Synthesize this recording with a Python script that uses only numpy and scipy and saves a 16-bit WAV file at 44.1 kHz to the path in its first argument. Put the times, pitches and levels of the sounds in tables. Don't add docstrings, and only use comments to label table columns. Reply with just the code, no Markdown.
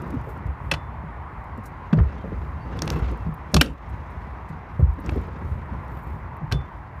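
import sys
import numpy as np
from scipy import signal
from scipy.fft import rfft, irfft
from scipy.io import wavfile
from scipy.ndimage import uniform_filter1d, minimum_filter1d, map_coordinates

SR = 44100
rng = np.random.default_rng(int(sys.argv[2]) if len(sys.argv) > 2 else 0)


def magnitude_from_level(level_db):
    exponent = np.asarray(level_db, float) / 20
    return 10 ** exponent


def to_wav(sig):
    pcm = np.clip(np.atleast_2d(sig), -1, 1) * 32767
    pcm = np.round(pcm).astype(np.int16)
    wavfile.write(sys.argv[1], SR, pcm.T)


N = 308700


def unit(x):
    return x / np.sqrt(np.mean(x ** 2) + 1e-20)


def along(points, hz):
    f, v = np.transpose(points)
    return np.interp(np.log(hz + 1), np.log(f + 1), v)


def curves(rows):
    s, *columns = np.transpose(rows)
    return [np.interp(np.arange(N) / SR, s, column) for column in columns]


def wobble(rate):
    knots = rng.standard_normal(int(N * rate / SR) + 4)
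    return map_coordinates(knots, [np.arange(N) * rate / SR])


def rush(spectrum, flutter_db, peaks=(), patchy_db=0):
    z = signal.stft(rng.standard_normal(N) * magnitude_from_level(flutter_db), nperseg=512)[2]
    patches = uniform_filter1d(rng.standard_normal(z.shape), size=4, axis=0)
    patches = uniform_filter1d(patches, size=10, axis=1)
    x = signal.istft(z * magnitude_from_level(patchy_db * unit(patches)), nperseg=512)[1]
    hz = np.fft.rfftfreq(len(x), 1 / SR)
    colour_db = along(spectrum, hz)
    for centre, width, db in peaks:
        colour_db = colour_db + db / (1 + (2 * (hz - centre) / width) ** 2)
    return unit(irfft(rfft(x) * magnitude_from_level(colour_db), len(x))[:N])


def puff(lo_hz, hi_hz, t, t60):
    band = signal.butter(N=3, Wn=[lo_hz, min(hi_hz, SR / 2.1)], btype="band", fs=SR, output="sos")
    noise = signal.sosfilt(band, rng.standard_normal(len(t) + 2000))[2000:]
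    return unit(noise) * magnitude_from_level(-60 * t / t60)


def ring(modes, t, scatter_db, stretch=1, centre_hz=None):
    out = 0
    for hz, db, t60 in modes:
        near_db = 0 if centre_hz is None else -14 * abs(np.log2(hz / centre_hz))
        level_db = db + near_db + scatter_db * rng.normal()
        out = out + magnitude_from_level(level_db - 60 * t / (t60 * stretch)) * np.sin(2 * np.pi * hz * t)
    return out


def onset(t, rise):
    return 1 - np.exp(-t / rise)


def add(track, s, x):
    track[round(s * SR):][:len(x)] += x


# frequency in Hz, t60 in seconds.
PARK_DECAY = [(100, .25), (1000, 0.24), (4000, 0.13), (8000, .15), (14000, 0.11)]


def park(x):
    hz, t, z = signal.stft(rng.standard_normal(SR // 2), SR, nperseg=256)
    decay = magnitude_from_level(-60 * t / along(PARK_DECAY, hz)[:, None])
    tail = signal.istft(z * decay, SR, nperseg=256)[1]
    delayed = np.pad(x, (400, 0))
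    return signal.fftconvolve(delayed, tail / np.linalg.norm(tail))


# start in seconds, peak level in dB, knock in dB, centre in Hz, decay in ms.
CLACKS = [(.7135, -10.5, -11.5, 2770, 23.6), (0.7172, -18.5, -1, 1620, 25), (0.7365, -20, -5, 3000, 28),
          (1.9274, -34, -1, 3260, 27), (1.9313, -32, 10, 2880, 17.5), (1.973, -49, 4, 4000, 21),
          (1.9872, -38.5, 17, 1800, 15), (1.998, -48.5, 23.5, 1680, 18), (2.7898, -25, -25, 3460, 9.4),
          (2.82, -13.5, -8, 5700, 8.2), (2.877, -17, -3, 3600, 6.2), (2.9027, -12, -9, 5460, 4.1),
          (2.902, -25, -22, 1900, 11), (3.5428, 1, -12, 4900, 14.6), (3.5643, -6.5, -4, 3060, 24),
          (3.565, -9.5, -19.5, 6400, 7.4), (3.6112, 13, -13.5, 2730, 16), (3.6125, 9, -20.5, 4600, 14),
          (3.6145, 4, -12, 1900, 21.6), (3.6593, -23.5, -11, 5000, 16), (5.062, -35.5, -14, 6800, 8.9),
          (5.0927, -25, 0.5, 2600, 11.4), (6.5127, -26, -3.5, 1710, 55), (6.5224, -16, -12, 4030, 16.3)]
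# frequency in Hz, level in dB, t60 in seconds.
DECK_MODES = [(1600, 0, .025), (1960, -9, .025), (2400, -5, .03), (2620, 0, .028), (2830, -8, .022),
              (3050, -8, .025), (3400, -7, .03), (4240, -6, .03), (4680, -4, .025), (5470, -5, .03),
              (5920, -9, .03), (6600, -12, .035), (8500, -22, .06)]
# start in seconds, end in seconds, pitch in Hz, last level in dB.
SKID = (3.592, 3.611, 2640, -17)
EDGE_DB, EDGE_DB_PER_OCTAVE, EDGE_GROWS = -18.5, 7, 0.22


def deck():
    out, t = np.zeros(N + SR), np.arange(SR // 4) / SR
    for s, db, knock_db, hz, ms in CLACKS:
        t60 = ms / 1000
        blow = magnitude_from_level(db + 5.5) * onset(t, 0.09 * t60)
        body = 0.71 * ring(DECK_MODES, t, scatter_db=1, stretch=t60 / .023, centre_hz=hz)
        crack = 0.5 * puff(0.68 * hz, 1.194 * hz, t, t60) + 0.15 * puff(890, 5700, t, 1.7 * t60)
        knock = magnitude_from_level(knock_db - 1.5) * puff(500, 1500, t, 1.4 * t60)
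        edge_db = EDGE_DB + EDGE_DB_PER_OCTAVE * np.log2(hz / 3000) + EDGE_GROWS * db
        sizzle = puff(6500, 11500, t, .9 * t60) + 0.66 * puff(11000, 15500, t, .7 * t60)
        broad = crack + knock + magnitude_from_level(edge_db) * sizzle
        add(out, s, blow * (body + broad))
        add(out, s, magnitude_from_level(-19) * park(blow * broad))
    start, end, hz, db = SKID
    u = t[t < end - start]
    swell = magnitude_from_level(db - 1100 * u[::-1])
    add(out, start, swell * np.sin(2 * np.pi * hz * u))
    return out[:N]


# start in seconds, peak level in dB, first pitch in Hz, panel in dB, cavity in dB.
THUMPS = [(0.138, -19.5, 258, -10, -11.5), (0.455, -15.5, 95, -21, -7.5), (0.719, -22, 160, -4.5, -8),
          (1.928, -3.5, 176.5, -18.5, -22.5), (1.941, -8.5, 165, -14, -23.5), (1.974, -4.5, 113, -15, -7.5),
          (1.999, -6, 93.2, -20, -22.5), (2.909, -21, 150, -1.5, -8.5), (3.021, -13, 92.7, -15.5, -5.5),
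          (3.265, -17.5, 159, -22, -20), (3.289, -18, 160, -25.5, -9), (3.537, -8.5, 183, 0, -8),
          (3.55, -3.5, 91.5, -7.5, -3), (3.564, -0.5, 164, -14.5, -18.5), (3.611, -3.5, 258, 1.5, -11),
          (4.793, -7, 110, -17, -16), (4.825, -1.5, 91.5, -40.5, -8), (5.158, -22, 218, 2, -10),
          (5.91, -30, 132, -10, 6), (6.431, -18.5, 127.4, -33, -12), (6.516, -20, 92, -17, -8),
          (6.525, -11, 93.2, -11, -5.5), (6.545, -14.5, 137.8, -17, -8.5)]
# start in seconds, peak level in dB, first pitch in Hz, panel in dB.
BUMPS = [(0.167, -17, 108, -20), (0.27, -31, 129, 1), (1.036, -26, 170, -11), (1.577, -27.5, 225, -7.5),
         (2.14, -28, 163, -25), (2.24, -27, 184, -1.5), (2.319, -26.5, 187, -3), (2.755, -27, 94.2, -3),
         (2.945, -15, 98, -14), (3.069, -20, 90.6, -23), (3.118, -19, 92.1, -9), (3.659, -17.5, 130.5, -15),
         (3.698, -23.5, 150, -19.5), (4.37, -33, 90.5, -22), (4.499, -25.5, 163.3, -13.5),
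         (5.084, -18, 91, -10), (5.12, -13, 94.3, -19), (5.278, -25.5, 92.5, -5.5),
         (5.721, -23, 189.5, -27), (6.414, -23, 151, -17.5)]
BUMP_CAVITY_DB = -12
THUMP_T60, T60_PITCH = .1, .3


def ramp():
    out, t = np.zeros(N + SR), np.arange(SR // 2) / SR
    bumps = [(*row, BUMP_CAVITY_DB) for row in BUMPS]
    for s, db, hz, panel_db, cavity_db in THUMPS + bumps:
        pitch_hz = hz * (0.6 + .55 * np.exp(-t / .045))
        t60 = THUMP_T60 * (hz / 120) ** T60_PITCH
        wave = np.sin(2 * np.pi * np.cumsum(pitch_hz) / SR) * magnitude_from_level(-60 * t / t60)
        panel = magnitude_from_level(panel_db - 1.8) * (puff(240, 520, t, .08) + 0.45 * puff(480, 740, t, .04))
        hollow_hz = 54 * (1 + 0.36 * np.exp(-t / 0.059))
        hollow = np.sin(2 * np.pi * np.cumsum(hollow_hz) / SR) * magnitude_from_level(-60 * t / 0.28)
        hollow = hollow + 0.99 * puff(42, 78, t, 0.3)
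        cavity = magnitude_from_level(cavity_db) * hollow * onset(t, 0.021)
        add(out, s, magnitude_from_level(db + 1.73) * (wave + panel + cavity) * onset(t, 0.0035))
    return out[:N]


# time in seconds, rolling level in dB, ground coarseness in dB.
ROLL = [(0, -31, -5), (.27, -41.5, 1.5), (.5, -41, -11), (.9, -54, -22), (1.9, -55, 5), (2.11, -44, 7),
        (2.28, -37.5, -2), (2.59, -42.5, 1), (2.9, -26.5, 2), (3.06, -31, 4.5), (3.29, -47, 2),
        (3.75, -46.5, 8.5), (4.9, -49, 1.5), (5.07, -29.5, 0), (5.26, -37, 1.5), (5.5, -39, -4.5),
        (6.1, -43.5, -1), (6.4, -53, 0)]
# frequency in Hz, level in dB per Hz.
BOOM = [(25, -17.5), (40, -14), (60, 2), (100, -4.5), (150, -12), (250, -31), (400, -68)]
TYRE = [(80, -35), (150, 11.5), (250, 4), (450, -1.5), (800, -11), (1300, -7.5), (2200, -25), (3500, -68)]
GRIT = [(1000, -31.5), (2000, 11.5), (3500, 2), (6000, -5), (9000, -21), (14000, -28.5)]
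BEARING = [(4000, -38), (7000, -10), (10000, -12), (12500, -4), (14500, -3), (16500, -8)]
# frequency in Hz, width in Hz, level in dB.
HUB = [(2700, 160, 6), (3800, 150, 2.5), (4316, 65, -2)]
# time in seconds, level in dB, half width in seconds.
SPINS = [
    (.03, -71, 0.12),
    (.29, -61, 0.047),
    (1.67, -74, 0.036),
    (2.96, -61, 0.069),
    (3.7, -66, .06),
    (5.1, -66, .12),
    (6.0, -66, 0.14),
]
BEARING_IDLE_DB = -84
ROLL_MID_DB, BOOM_DB, BOOM_FOLLOWS, GRIT_DB, GRIT_FOLLOWS = -42.5, -34.5, 0.25, -65.5, 0.96
BOOM_LAG_S = .12


def wheels():
    roll_db, coarse_db = curves(ROLL)
    swing_db, t = roll_db - ROLL_MID_DB, np.arange(N) / SR
    load = magnitude_from_level(BEARING_IDLE_DB) + sum(magnitude_from_level(db) * np.exp(-((t - s) / half) ** 2) for s, db, half in SPINS)
    jolts = wobble(110)
    boom_db = BOOM_DB + BOOM_FOLLOWS * np.interp(t - BOOM_LAG_S, t, swing_db)
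    boom = magnitude_from_level(boom_db) * rush(BOOM, 2.5 * wobble(12))
    tyre = magnitude_from_level(roll_db - 1.5) * rush(TYRE, 3.2 * jolts + 1.4 * wobble(40), patchy_db=1.5)
    grit_db = GRIT_DB + GRIT_FOLLOWS * np.maximum(swing_db, -5) + coarse_db
    grit = magnitude_from_level(grit_db) * rush(GRIT, 2.6 * jolts + 0.9 * wobble(33), HUB, patchy_db=2.0)
    chatter = load * magnitude_from_level(-2.5) * rush(BEARING, 3.2 * jolts + 1.8 * wobble(27), patchy_db=1.5)
    return boom + tyre + grit + chatter


# start in seconds, peak level in dB, centre in Hz.
TICKS = [(0.0174, -44, 5660), (0.1032, -41.5, 5300), (0.2992, -48, 6980), (0.4644, -51, 5500),
         (1.4394, -55, 5510), (1.5743, -50, 5910), (2.7694, -49, 5010), (2.855, -40, 5000),
         (2.9194, -39, 5070), (2.9344, -47, 5740), (2.9894, -45, 5040), (3.1123, -47, 5630),
         (3.173, -52, 5300), (3.3404, -38, 13000), (3.628, -30.5, 4000), (3.702, -46, 4600),
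         (5.0005, -42, 11600), (4.936, -54, 7940), (5.108, -48, 9000), (5.987, -48, 13000),
         (5.8794, -53, 5400), (6.0342, -44, 12800), (6.3659, -48, 12500)]
# start in seconds, peak level in dB, centre in Hz.
SCUFFS = [
    (1.6352, -51, 6000),
    (1.6542, -39.5, 6600),
    (3.515, -50.5, 4500),
    (3.89, -52, 8000),
    (4.10, -55, 8500),
    (4.485, -50, 5350),
    (4.791, -54, 6900),
]
# first time in seconds, period in seconds, stretch a turn as a ratio,
# level in dB, fade in dB per doubling of turns.
TURNS = [
    (.0174, 0.056, 1.1, -54, -1),
    (5.108, .05, 1.046, -48, 5),
]
TURN_COUNTS = (7, 10)
# share of its centre, centre in Hz above which it rises, extra share an octave.
TICK_LOW = (.4, 5000, .55)


def rattles():
    out, t = np.zeros(N + SR), np.arange(SR // 8) / SR
    share, above_hz, extra = TICK_LOW
    turns = []
    for (first, period, stretch, db, fade_db), count in zip(TURNS, TURN_COUNTS):
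        for k in range(1, count):
            s = first + period * k * stretch ** (k / 2)
            turns.append((s, db - fade_db * np.log2(k), 7000))
    for rows, t60, rise in (TICKS + turns, 0.025, .0022), (SCUFFS, 0.069, .006):
        for s, db, hz in rows:
            low = min(share + extra * max(np.log2(hz / above_hz), 0), .85)
            add(out, s, magnitude_from_level(db - 2.5) * puff(hz * low, 2.6 * hz, t, t60) * onset(t, rise))
    return out[:N]


# frequency in Hz, level in dB, t60 in seconds.
RAIL_MODES = [(3500, 0, .27), (3120, -16, .3), (5600, -15, .1), (9900, -13, .1)]
# start in seconds, ring level in dB, decay stretch as a ratio.
RAIL_HITS = [
    (.714, -49, 1.7),
    (6.523, -37, 1),
]


def rail():
    out, t = np.zeros(N + SR), np.arange(SR // 2) / SR
    for s, db, stretch in RAIL_HITS:
        add(out, s, magnitude_from_level(db) * ring(RAIL_MODES, t, scatter_db=0, stretch=stretch) * onset(t, .006))
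    return out[:N]


# centre time in seconds, pitch in Hz, level in dB, length in ms.
SQUEAKS = [
    (2.215, 3160, -62, 40),
    (2.63, 4520, -63, 50),
    (3.22, 2700, -57, 42),
]


def squeaks():
    t = np.arange(N) / SR
    sway = np.cumsum(1 + .015 * wobble(60)) / SR
    out = np.zeros(N)
    for s, hz, db, ms in SQUEAKS:
        swell = np.exp(-((t - s) / (ms / 2000)) ** 2)
        out += magnitude_from_level(db) * swell * np.sin(2 * np.pi * hz * sway)
    return out


# time in seconds, level in dB.
ROAD = [(0, -41.5), (1.5, -41), (2.2, -42), (3.4, -41.5), (4.1, -40.5), (4.9, -43.5), (5.8, -41),
        (7, -43.5)]
# frequency in Hz, level in dB per Hz.
ROAD_TONE = [(60, -5.5), (130, -8), (450, -21), (2000, -22.5), (2900, -38.5), (6000, -57.5), (13600, -68),
             (16000, -88)]
# frequency in Hz, width in Hz, level in dB.
ROAD_HUMP = [(974, 590, 12.5), (2470, 500, 1)]


def road():
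    level_db, = curves(ROAD)
    return magnitude_from_level(level_db + 2.5) * rush(ROAD_TONE, 0.25 * wobble(5), ROAD_HUMP, patchy_db=0.98)


def scene():
    thumps = ramp()
    echo = magnitude_from_level(-11.5) * park(thumps)[:N]
    return (deck() + thumps + echo + wheels() + rattles() + rail() + squeaks() + road())[None]


def band_limit(x):
    return signal.sosfilt(signal.butter(12, 16500, fs=SR, output="sos"), x)


# frequency in Hz, gain in dB.
CAPSULE = [(20, -30), (33, -12), (48, 0), (15100, 0), (15400, -18), (16100, -30), (16300, -80)]


def record(dry):
    over_db = np.maximum(20 * np.log10(np.abs(dry) + 1e-9) + 6, 0)
    held_db = uniform_filter1d(-minimum_filter1d(-over_db, size=1500, origin=600), size=200)
    keep = np.exp(-1 / (.12 * SR))
    slow_db = signal.lfilter([1 - keep], [1, -keep], 2.2 * held_db)
    x = dry * magnitude_from_level(-.7 * np.maximum(held_db, slow_db))
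    x = x / (1 + np.abs(x / .78) ** 6) ** (1 / 6)
    x = irfft(rfft(x) * magnitude_from_level(along(CAPSULE, np.fft.rfftfreq(N, 1 / SR))), N)
    return band_limit(x)


dry = scene()
out = record(dry)
to_wav(out)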